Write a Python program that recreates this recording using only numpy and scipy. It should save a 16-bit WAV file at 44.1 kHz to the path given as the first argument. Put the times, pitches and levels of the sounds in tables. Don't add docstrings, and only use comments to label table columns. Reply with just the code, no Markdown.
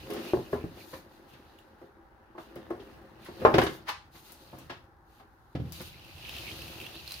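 import sys
import numpy as np
from scipy import signal
from scipy.fft import rfft, irfft, next_fast_len
from scipy.io import wavfile
from scipy.ndimage import map_coordinates

SR = 44100
rng = np.random.default_rng(int(sys.argv[2]) if len(sys.argv) > 2 else 0)


def to_wav(sig):
    pcm = np.clip(np.atleast_2d(sig), -1, 1) * 32767
    pcm = np.round(pcm).astype(np.int16)
    wavfile.write(sys.argv[1], SR, pcm.T)


N = 317520

# frequency in Hz, relative density in dB per Hz.
AIR_SPECTRUM = [(15, -56), (25, 2), (55, 5.5), (99, -2.5), (116, -20.5), (222, -15), (291, -15),
                (437, -14.5), (672, -28.5), (791, -4.5), (1010, -12.5), (1590, -13.5), (1730, -18.5),
                (2150, -32), (3000, -43.5), (15800, -53.5)]
# frequency in Hz, time to fall 60 dB in seconds.
ROOM_T60 = [(100, 0.42), (500, 0.21), (2000, 0.34), (8000, 0.34), (16000, 0.051)]
# frequency in Hz, left-right correlation.
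PORT_LIKENESS = [(60, 0.83), (250, 0.92), (700, 0.6), (1500, 0.043), (4000, 0.05), (12000, 0.04)]
# frequency in Hz, left over right in dB.
PORT_BALANCE = [(60, -0.5), (150, 0), (380, 1), (950, 2), (2380, 1), (5980, 1), (15000, 10.5)]
# frequency in Hz, gain in dB.
HOUSING_SHADE = [(5500, 0.5), (7600, -8), (9500, -4.5)]
# frequency in Hz, relative density in dB per Hz.
RUMBLE_SPECTRUM = [(25, -40), (55, 0.5), (120, -3.5), (170, -9.5), (260, -40.5)]
# frequency in Hz, relative density in dB per Hz.
SCUFF_SPECTRUM = [(450, -4), (700, -3), (1100, -7.5), (1900, -8.5), (2800, -30.5)]
# frequency in Hz, relative density in dB per Hz.
HISS_SPECTRUM = [(3240, -16), (5500, -20), (6420, -4), (7590, -10), (10200, -7), (15100, -5.5),
                 (15800, -29.5)]
# resonance in Hz, width in Hz, relative level in dB.
HOLLOW_MODES = [(218.6, 28, 1), (329.8, 17.2, 9), (388.3, 25.5, 1.5), (531, 18, 1)]
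# resonance in Hz, width in Hz, relative level in dB.
SHEET_MODES = [(887, 460, 3.5), (1290, 830, 2.5), (1960, 410, 3), (2980, 1400, -7.5), (4330, 1400, -6),
               (10500, 18000, -20.5)]
# pitch in Hz, spread as a share.
FLAT_PITCH = (2733, 0.099)
# pitch in Hz, spread as a share.
EDGE_PITCH = (4080, 0.13)
# time in seconds, hiss level in dB, flat pieces over it in dB.
RUSTLE_CURVE = [(0.0, -60, 3.5), (0.12, -55.5, -8), (0.28, -52, 3), (0.48, -61, -2.5), (0.7, -66, 2),
                (0.97, -55, -17), (1.08, -75, -0.5), (1.5, -71.5, 1.5), (2.0, -85.5, 1),
                (2.33, -88.5, 10.5), (2.45, -73, 3.5), (3.15, -79, 8.5), (3.42, -59, 0.5), (3.62, -64, 6),
                (3.75, -53, -12), (3.85, -77, 1), (4.1, -85, -17), (4.2, -65, -15.5), (4.62, -64, 1),
                (4.9, -87, -13), (5.5, -77, -6), (5.7, -63.5, -4), (5.95, -66, 7.5), (6.17, -59, 3),
                (6.35, -50.5, 6), (6.7, -51.5, 0), (7.0, -56.5, 3.5), (7.2, -55, 2)]
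# time in seconds, rubbing drive in dB, table rumble level in dB.
DRAG_CURVE = [(0.0, -57.5, -46), (0.14, -44.5, -61), (0.26, -49, -70), (0.44, -56, -73), (0.54, -53, -54),
              (0.98, -59, -65), (1.94, -63, -72), (2.34, -63, -67.5), (2.59, -55, -69), (2.77, -54.5, -56),
              (3.15, -57.5, -59.5), (3.35, -56.5, -57), (3.47, -43.5, -44.5), (3.57, -36.5, -70),
              (3.95, -68, -57.5), (4.31, -62, -66.5), (4.67, -62, -55), (4.95, -66, -65.5),
              (5.57, -67.5, -67), (5.73, -56, -49), (5.88, -66, -51.5), (6.17, -62.5, -52),
              (6.46, -56, -48.5), (6.74, -54.5, -48.5), (6.9, -55, -54.5), (7.2, -69, -53.5)]
# time at full level in seconds, rise in seconds, hold in seconds, level in dB.
HAND_BRUSHES = [(0.53, 0.03, 0.014, -62), (0.802, .07, 0.023, -65.5), (0.905, 0.036, 0.013, -66),
                (1.14, 0.077, 0.034, -74), (1.305, 0.045, 0.025, -72), (1.822, 0.066, 0.039, -82),
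                (2.404, .04, 0.025, -66), (2.833, 0.025, 0.04, -76), (2.924, 0.055, .02, -75),
                (3.244, 0.058, 0.021, -67), (4.17, .07, 0.018, -60), (4.279, 0.066, 0.032, -61.5),
                (4.417, 0.034, 0.015, -72), (5.165, 0.14, 0.034, -71.5), (5.73, .012, 0.15, -54.5),
                (7.09, .04, 0.16, -63)]
# loudest moment in seconds, level there in dB.
CARD_SWIPES = [(0.94, -44.5), (3.265, -46.5), (3.892, -28), (4.157, -53.5), (4.297, -56.5)]
# time in seconds, level in dB, pitch in Hz, left over right in dB.
PIECE_CLACKS = [(1.3357, -50.5, 2630, 13.5), (1.5881, -48.5, 2900, -14), (2.407, -51, 3540, -6),
                (2.8094, -55, 3200, -11), (5.7625, -41, 3920, -15), (5.7994, -38, 3720, -9),
                (5.8494, -53, 3200, -4), (5.9948, -46, 2930, -0.5), (6.0482, -41, 2680, -1),
                (6.1581, -52, 2900, -2.0), (6.1827, -38, 2660, -1.5), (6.292, -34, 2530, 0),
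                (6.2945, -28.5, 3100, -1), (6.3658, -29.5, 2660, -3), (6.3837, -30.5, 3080, 1),
                (6.516, -32, 3200, -6), (6.6196, -29.5, 2680, -3.5), (6.6805, -33.5, 2620, 0.0),
                (6.7825, -39.5, 2800, 3.5), (6.8019, -29, 2720, 0), (6.8137, -33, 2600, -2.5),
                (6.8523, -39, 2720, 0), (6.866, -28.5, 2770, -8), (6.9537, -34, 2690, -4),
                (7.0771, -29, 4200, -6.5), (7.1087, -28.5, 4060, -7), (7.1202, -26, 4100, -5),
                (7.1416, -30, 4470, -9.5)]
# start in seconds, peak before panning in dB, left over right in dB.
EDGE_TICKS = [(0.1047, -26, -3.5), (0.1355, -34, 16), (1.5878, -49, 17), (2.557, -40, 11), (2.7053, -40, 6),
              (3.249, -37, 1.5), (3.4486, -38, 7), (3.5488, -32, 10), (3.5824, -20, 0), (3.6152, -28, 9),
              (3.6371, -17, -1), (3.8881, -38, 1), (4.321, -30.5, 6), (4.587, -37, 13), (5.7222, -22, 3),
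              (5.8154, -26, 6), (6.8164, -37, 12), (7.0763, -44, 9.0), (7.0923, -37, 5), (7.1204, -27, 14)]
# mode in Hz, relative level in dB, decay time as a share of the blow's.
WALL_MODES = [(84.2, 4, 2.7), (132, 2.5, 1.2), (161.5, -2.5, 1.06), (251.3, -3, 1.08), (411.8, -14.5, 1.76),
              (530, -6.5, 1.02), (582, -2, 0.37), (713, -8, 0.86), (850.5, -12, 0.89), (1074, -6, 0.64),
              (1313, -17, 0.36), (1688, -6.5, 0.35), (1700, -30, 0.13), (2122, -15, .6)]
# frequency in Hz, gain in dB.
RATTLE_COLOUR = [(100, -8), (500, 6.5), (1200, 7), (2500, -3), (8000, 3)]
# time in seconds, level in dB, air pitch in Hz, thud in dB, knock in dB,
# crack in dB (the last three relative, near 130, 1000 and 3000 Hz), time to fall 60 dB in seconds.
BOX_BLOWS = [(0.098, -35.5, 417.5, -33, -13, 1, 0.45), (0.16, -32, 351, -16.5, -11, -0.5, 0.15),
             (0.199, -40, 538, -20, -34, -27, 0.29), (0.259, -39.5, 358, -26, -16, -7, 0.28),
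             (0.336, -13, 364.4, -22.5, -14.5, -39, 0.059), (0.369, -28, 353.5, -8, -7, -41, 0.12),
             (0.529, -21, 393, -13, -5, -19, 0.11), (0.641, -21, 300, -5, -24, -36, .04),
             (0.77, -39, 360, -33.5, -12, -4, 0.076), (0.931, -36.5, 516, -6, -1.5, -12, 0.085),
             (1.331, -53, 275, 2, 0, 10, 0.13), (1.813, -40.5, 348.4, -17, -7.5, -16, 0.13),
             (2.349, -40, 350, -42, 1, -29, 0.082), (2.379, -35, 340, -18, 3, -6.5, 0.087),
             (2.558, -33, 353, -8, -14, -7, 0.09), (2.704, -25, 345, -23.5, -10, -17.5, .11),
             (2.797, -37, 393, -25, -24, -3, 0.12), (3.284, -34.5, 360, -13, -6, -23, 0.081),
             (3.416, -30.5, 520, -9, -6, -12, 0.19), (3.451, -11.5, 457, -25.5, 7.5, -11, 0.095),
             (3.541, -15, 401, -9, -4, -1, 0.088), (3.584, -11, 405, -14.5, -2, -1, 0.063),
             (3.616, -23, 437, -41, 4.5, 5.5, .083), (3.665, -25.5, 312, -6, -1.5, 6.5, 0.065),
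             (4.142, -53, 337, -9, -10, -3, 0.21), (4.527, -42.5, 326, -2, 2, -11, 0.15),
             (4.579, -48, 279, -1.5, -4, 0, .2), (4.696, -38.5, 357, -8.5, 5.5, 11, .13),
             (5.196, -48, 780, -18, 1, -2.5, 0.13), (5.551, -24.5, 293, -2, -16, -8.5, 0.09),
             (5.598, -30, 292, 5, -22, -12, 0.087), (5.649, -46, 464, 13.5, -15, 3, 0.097),
             (5.802, -37, 350, 2, -1.5, 6, 0.071)]

AIR_DB, TOP_HZ, FULL_SCALE = -60, 15900, 0.97
EDGE_DB, EDGE_FOLLOWS_FLAT = 0.5, 0.4
PILE_DB = -11.5
SCUFF_DB, RUB_GROWS = -2, 1.4
SHAKE_DB, SHAKE_RISE_S, SHAKE_T60_S = -19, 0.004, 0.09
SHAKE_SCUFF_DB, SHAKE_RUMBLE_DB = -4.5, -16.5
BRUSH_T60_S = 0.2
BRUSH_HISS_DB, BRUSH_FLAT_DB, BRUSH_EDGE_DB = 1.5, -4, -1
SWIPE_RISE_S, SWIPE_T60_S = 0.057, 0.1
TAP_DB, TAP_DB_PER_OCTAVE = -15, -20
RISE_S, RISE_AT_DB, RISE_S_PER_DB = 0.000855, -18, 0.0000969
LEAD_MS = 0.15


def amp(db):
    return 10 ** (np.asarray(db) / 20)


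def unit(x):
    return x / np.sqrt(np.mean(x ** 2) + 1e-20)


def along(points, hz):
    f, v = np.transpose(points)
    return np.interp(np.log(hz + 1), np.log(f + 1), v)


def spectrum(points):
    return lambda hz: amp(along(points, hz))


def curves(rows):
    s, *columns = np.transpose(rows)
    return [np.interp(np.arange(N) / SR, s, column) for column in columns]


def filtered(x, response):
    n = x.shape[-1]
    m = next_fast_len(n + 8192)
    return irfft(rfft(x, m) * response(np.fft.rfftfreq(m, 1 / SR)), m)[..., :n]


def resonant(modes):
    def response(f):
        total = 0
        for k, (centre, width, db) in enumerate(modes):
            damping = 1j * f * width
            total = total + (-1) ** k * amp(db) * damping / (centre ** 2 - f ** 2 + damping)
        return total
    return response


def spread(pair, response):
    def mid_side(hz):
        turn = np.arccos(np.clip(along(PORT_LIKENESS, hz), -1, 1)) / 2
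        return response(hz) * np.array([np.cos(turn), np.sin(turn)])
    mid, side = filtered(pair, mid_side)
    return unit(np.array([mid + side, mid - side]))


def panned(db):
    return amp([[db / 2], [-db / 2]])


def room_tail():
    hz, t, z = signal.stft(rng.standard_normal((2, SR // 3)), SR, nperseg=256)
    dying = amp(-60 * t / along(ROOM_T60, hz)[:, None]) * (1 - np.exp(-t / 0.0014))
    noise = signal.istft(z * dying, SR, nperseg=256)[1]
    pair = spread(noise, lambda f: 1)
    return pair / np.linalg.norm(pair[0])


def add(out, s, sound, answer, lead_ms=0):
    heard = signal.fftconvolve(sound.mean(axis=0)[None], answer, axes=1)
    heard[:, :sound.shape[1]] += sound
    for port, lag_s in enumerate((0, lead_ms / 1000)):
        out[port, round((s + lag_s) * SR):][:heard.shape[1]] += heard[port]


def room_tone():
    return amp(AIR_DB) * spread(rng.standard_normal((2, N)), spectrum(AIR_SPECTRUM))


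def grit(per_second, spread_db, smooth):
    slips = (rng.random((2, N)) < per_second / SR) * amp(spread_db * rng.random((2, N)))
    return unit(slips * rng.choice([-1, 1], (2, N))) + smooth * rng.standard_normal((2, N))


def chips(pitch, per_second, cycles, spread_db, smooth):
    centre_hz, share = pitch
    count = round(per_second * N / SR)
    at, size, side = rng.random((count, 3)).T
    rows = np.repeat([[0], [1]], count, 1)
    drift, clump = map_coordinates(rng.standard_normal((2, 140)), [rows, np.tile(at * 139, (2, 1))])
    detune = 0.8 * rng.standard_normal((count, 1)) + 0.5 * drift[:, None]
    hz = centre_hz * np.exp(share * detune)
    t = np.arange(SR // 100) / SR
    gain = amp(spread_db * size + 3 * clump)[:, None]
    ring = gain * np.sin(2 * np.pi * hz * t) * t * np.exp(-t * hz / cycles)
    where = ((at * N).astype(int)[:, None] + np.arange(len(t))).ravel()
    pair = [np.bincount(where, (ring * (side[:, None] - k)).ravel(), N + len(t))[:N] for k in (0, 1)]
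    friction = filtered(rng.standard_normal((2, N)), resonant([(centre_hz, 2.5 * centre_hz * share, 0)]))
    return spread(unit(np.array(pair)) + smooth * unit(friction), lambda f: 1)


def brushes():
    gain, t = np.zeros(N), np.arange(N) / SR
    for s, rise_s, hold_s, db in HAND_BRUSHES:
        fade_db = -60 * np.maximum(t - s - hold_s, 0) / BRUSH_T60_S
        rise = np.sin(np.pi / 2 * np.clip(1 + (t - s) / rise_s, 0, 1)) ** 2
        gain += amp(db + fade_db) * rise
    return gain


def shudder():
    out, t = np.zeros(N + SR), np.arange(SR // 2) / SR
    for s, db, *_, t60_s in BOX_BLOWS:
        dying = amp(db + SHAKE_DB - 60 * t / min(SHAKE_T60_S, t60_s))
        out[round(s * SR):][:len(t)] += (1 - np.exp(-t / SHAKE_RISE_S)) * dying
    return out[:N]


def handling():
    rustle_db, flat_db = curves(RUSTLE_CURVE)
    drag_db, rumble_db = curves(DRAG_CURVE)
    rub_db = drag_db.mean() + RUB_GROWS * (drag_db - drag_db.mean())
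    edge_db = EDGE_DB + EDGE_FOLLOWS_FLAT * flat_db
    shake, brush = shudder(), brushes()

    rumble = spread(grit(87, 3.9, smooth=0.82), spectrum(RUMBLE_SPECTRUM))
    rub = spread(grit(120, 16.6, smooth=0.34), resonant(HOLLOW_MODES))
    scuff = spread(grit(300, 13, smooth=1.0), spectrum(SCUFF_SPECTRUM))
    hiss = spread(grit(1200, 12, smooth=1.2), spectrum(HISS_SPECTRUM))
    flat = chips(FLAT_PITCH, 900, cycles=2.2, spread_db=13, smooth=0.95)
    edge = chips(EDGE_PITCH, 1000, cycles=2.0, spread_db=12, smooth=1.3)

    box = (amp(rumble_db) + amp(SHAKE_RUMBLE_DB) * shake) * rumble
    box += (amp(rub_db) + shake) * rub
    box += (amp(drag_db + SCUFF_DB) + amp(SHAKE_SCUFF_DB) * shake) * scuff
    brushed = brush * (amp(BRUSH_HISS_DB) * hiss + amp(BRUSH_FLAT_DB) * flat + amp(BRUSH_EDGE_DB) * edge)
    heap = amp(flat_db) * (flat + amp(PILE_DB) * scuff)
    rustle = amp(rustle_db) * (hiss + heap + amp(edge_db) * edge)
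    return box + brushed + rustle


def swipes(tails):
    out, t = np.zeros((2, N + SR)), np.arange(-SR // 20, SR // 5) / SR
    for k, (s, db) in enumerate(CARD_SWIPES):
        friction = spread(rng.standard_normal((2, len(t))), resonant(SHEET_MODES))
        stroke = amp(db - 60 * np.maximum(-t / SWIPE_RISE_S, t / SWIPE_T60_S))
        add(out, s + t[0], stroke * friction, amp(-3) * tails[k % len(tails)])
    return out[:, :N]


def clacks(tails):
    out, t = np.zeros((2, N + SR)), np.arange(SR // 30) / SR
    for k, (s, db, hz, pan_db) in enumerate(PIECE_CLACKS):
        body = np.sin(2 * np.pi * hz * t) + 0.48 * np.sin(2 * np.pi * 1.17 * hz * t)
        body += 0.5 * rng.standard_normal(len(t))
        tap_db = TAP_DB + TAP_DB_PER_OCTAVE * np.log2(hz / FLAT_PITCH[0])
        tap = amp(tap_db) * np.sin(2 * np.pi * 620 * rng.uniform(0.84, 1.33) * t)
        envelope = amp(db - 60 * t / 0.017) * (1 - np.exp(-t / 0.001))
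        add(out, s - 0.001, envelope * (body + tap) * panned(pan_db), amp(-9) * tails[k % len(tails)])
    return out[:, :N]


def ticks(tails):
    out, t = np.zeros((2, N + SR)), np.arange(SR // 30) / SR
    for k, (s, db, pan_db) in enumerate(EDGE_TICKS):
        noise = rng.standard_normal((2, len(t)))
        bright = filtered(noise, lambda f: (f / (f + 6000)) ** 1.03 * (f > 4500))
        tick = (amp(-60 * t / 0.003) + amp(-11 - 60 * t / 0.06)) * bright
        tick = amp(db) * tick / np.abs(tick).max()
        add(out, s, tick * panned(pan_db), amp(2) * tails[k % len(tails)])
    return out[:, :N]


def knocks(tails):
    out, t = np.zeros((2, N + SR)), np.arange(SR // 4) / SR
    for k, (s, db, air_hz, thud_db, knock_db, crack_db, t60_s) in enumerate(BOX_BLOWS):
        colour = [(40, thud_db - 26), (130, thud_db), (400, 0),
                  (1000, knock_db), (3000, crack_db), (12000, crack_db - 33.5)]
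        ring = amp(-60 * t / t60_s) * np.sin(2 * np.pi * air_hz * t)
        for hz, level_db, share in WALL_MODES:
            wall_db = level_db + along(colour, hz) + rng.normal(0, 1)
            ring += amp(wall_db - 60 * t / (share * t60_s)) * np.sin(2 * np.pi * hz * t)
        rattle = lambda f: amp(along(colour, f) + along(RATTLE_COLOUR, f))
        puff = spread(rng.standard_normal((2, len(t))), rattle)
        puff_size = np.sqrt(np.mean(rattle(np.linspace(0, SR / 2, num=400)) ** 2))
        puff = puff_size * amp(-60 * t / (1.36 * t60_s)) * puff
        rise_s = RISE_S + RISE_S_PER_DB * (RISE_AT_DB - db)
        swell = (1 - np.exp(-t / rise_s)) ** 2
        add(out, s - 0.001, amp(db) * swell * (ring + puff), amp(-5.5) * tails[k % len(tails)], LEAD_MS)
    return out[:, :N]


def scene():
    tails = [room_tail() for _ in range(11)]
    return room_tone() + handling() + swipes(tails) + clacks(tails) + ticks(tails) + knocks(tails)


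def record(dry):
    def port(hz):
        balance_db = along(PORT_BALANCE, hz) * np.array([[0.5], [-0.5]])
        bass_cut = (1j * hz / (45 + 1j * hz)) ** 2
        return amp(along(HOUSING_SHADE, hz) + balance_db) * bass_cut
    x = filtered(dry, port)
    rounded = x / (1 + np.abs(x / FULL_SCALE) ** 6) ** (1 / 6)
    return filtered(rounded, lambda hz: hz < TOP_HZ)


dry = scene()
out = record(dry)
to_wav(out)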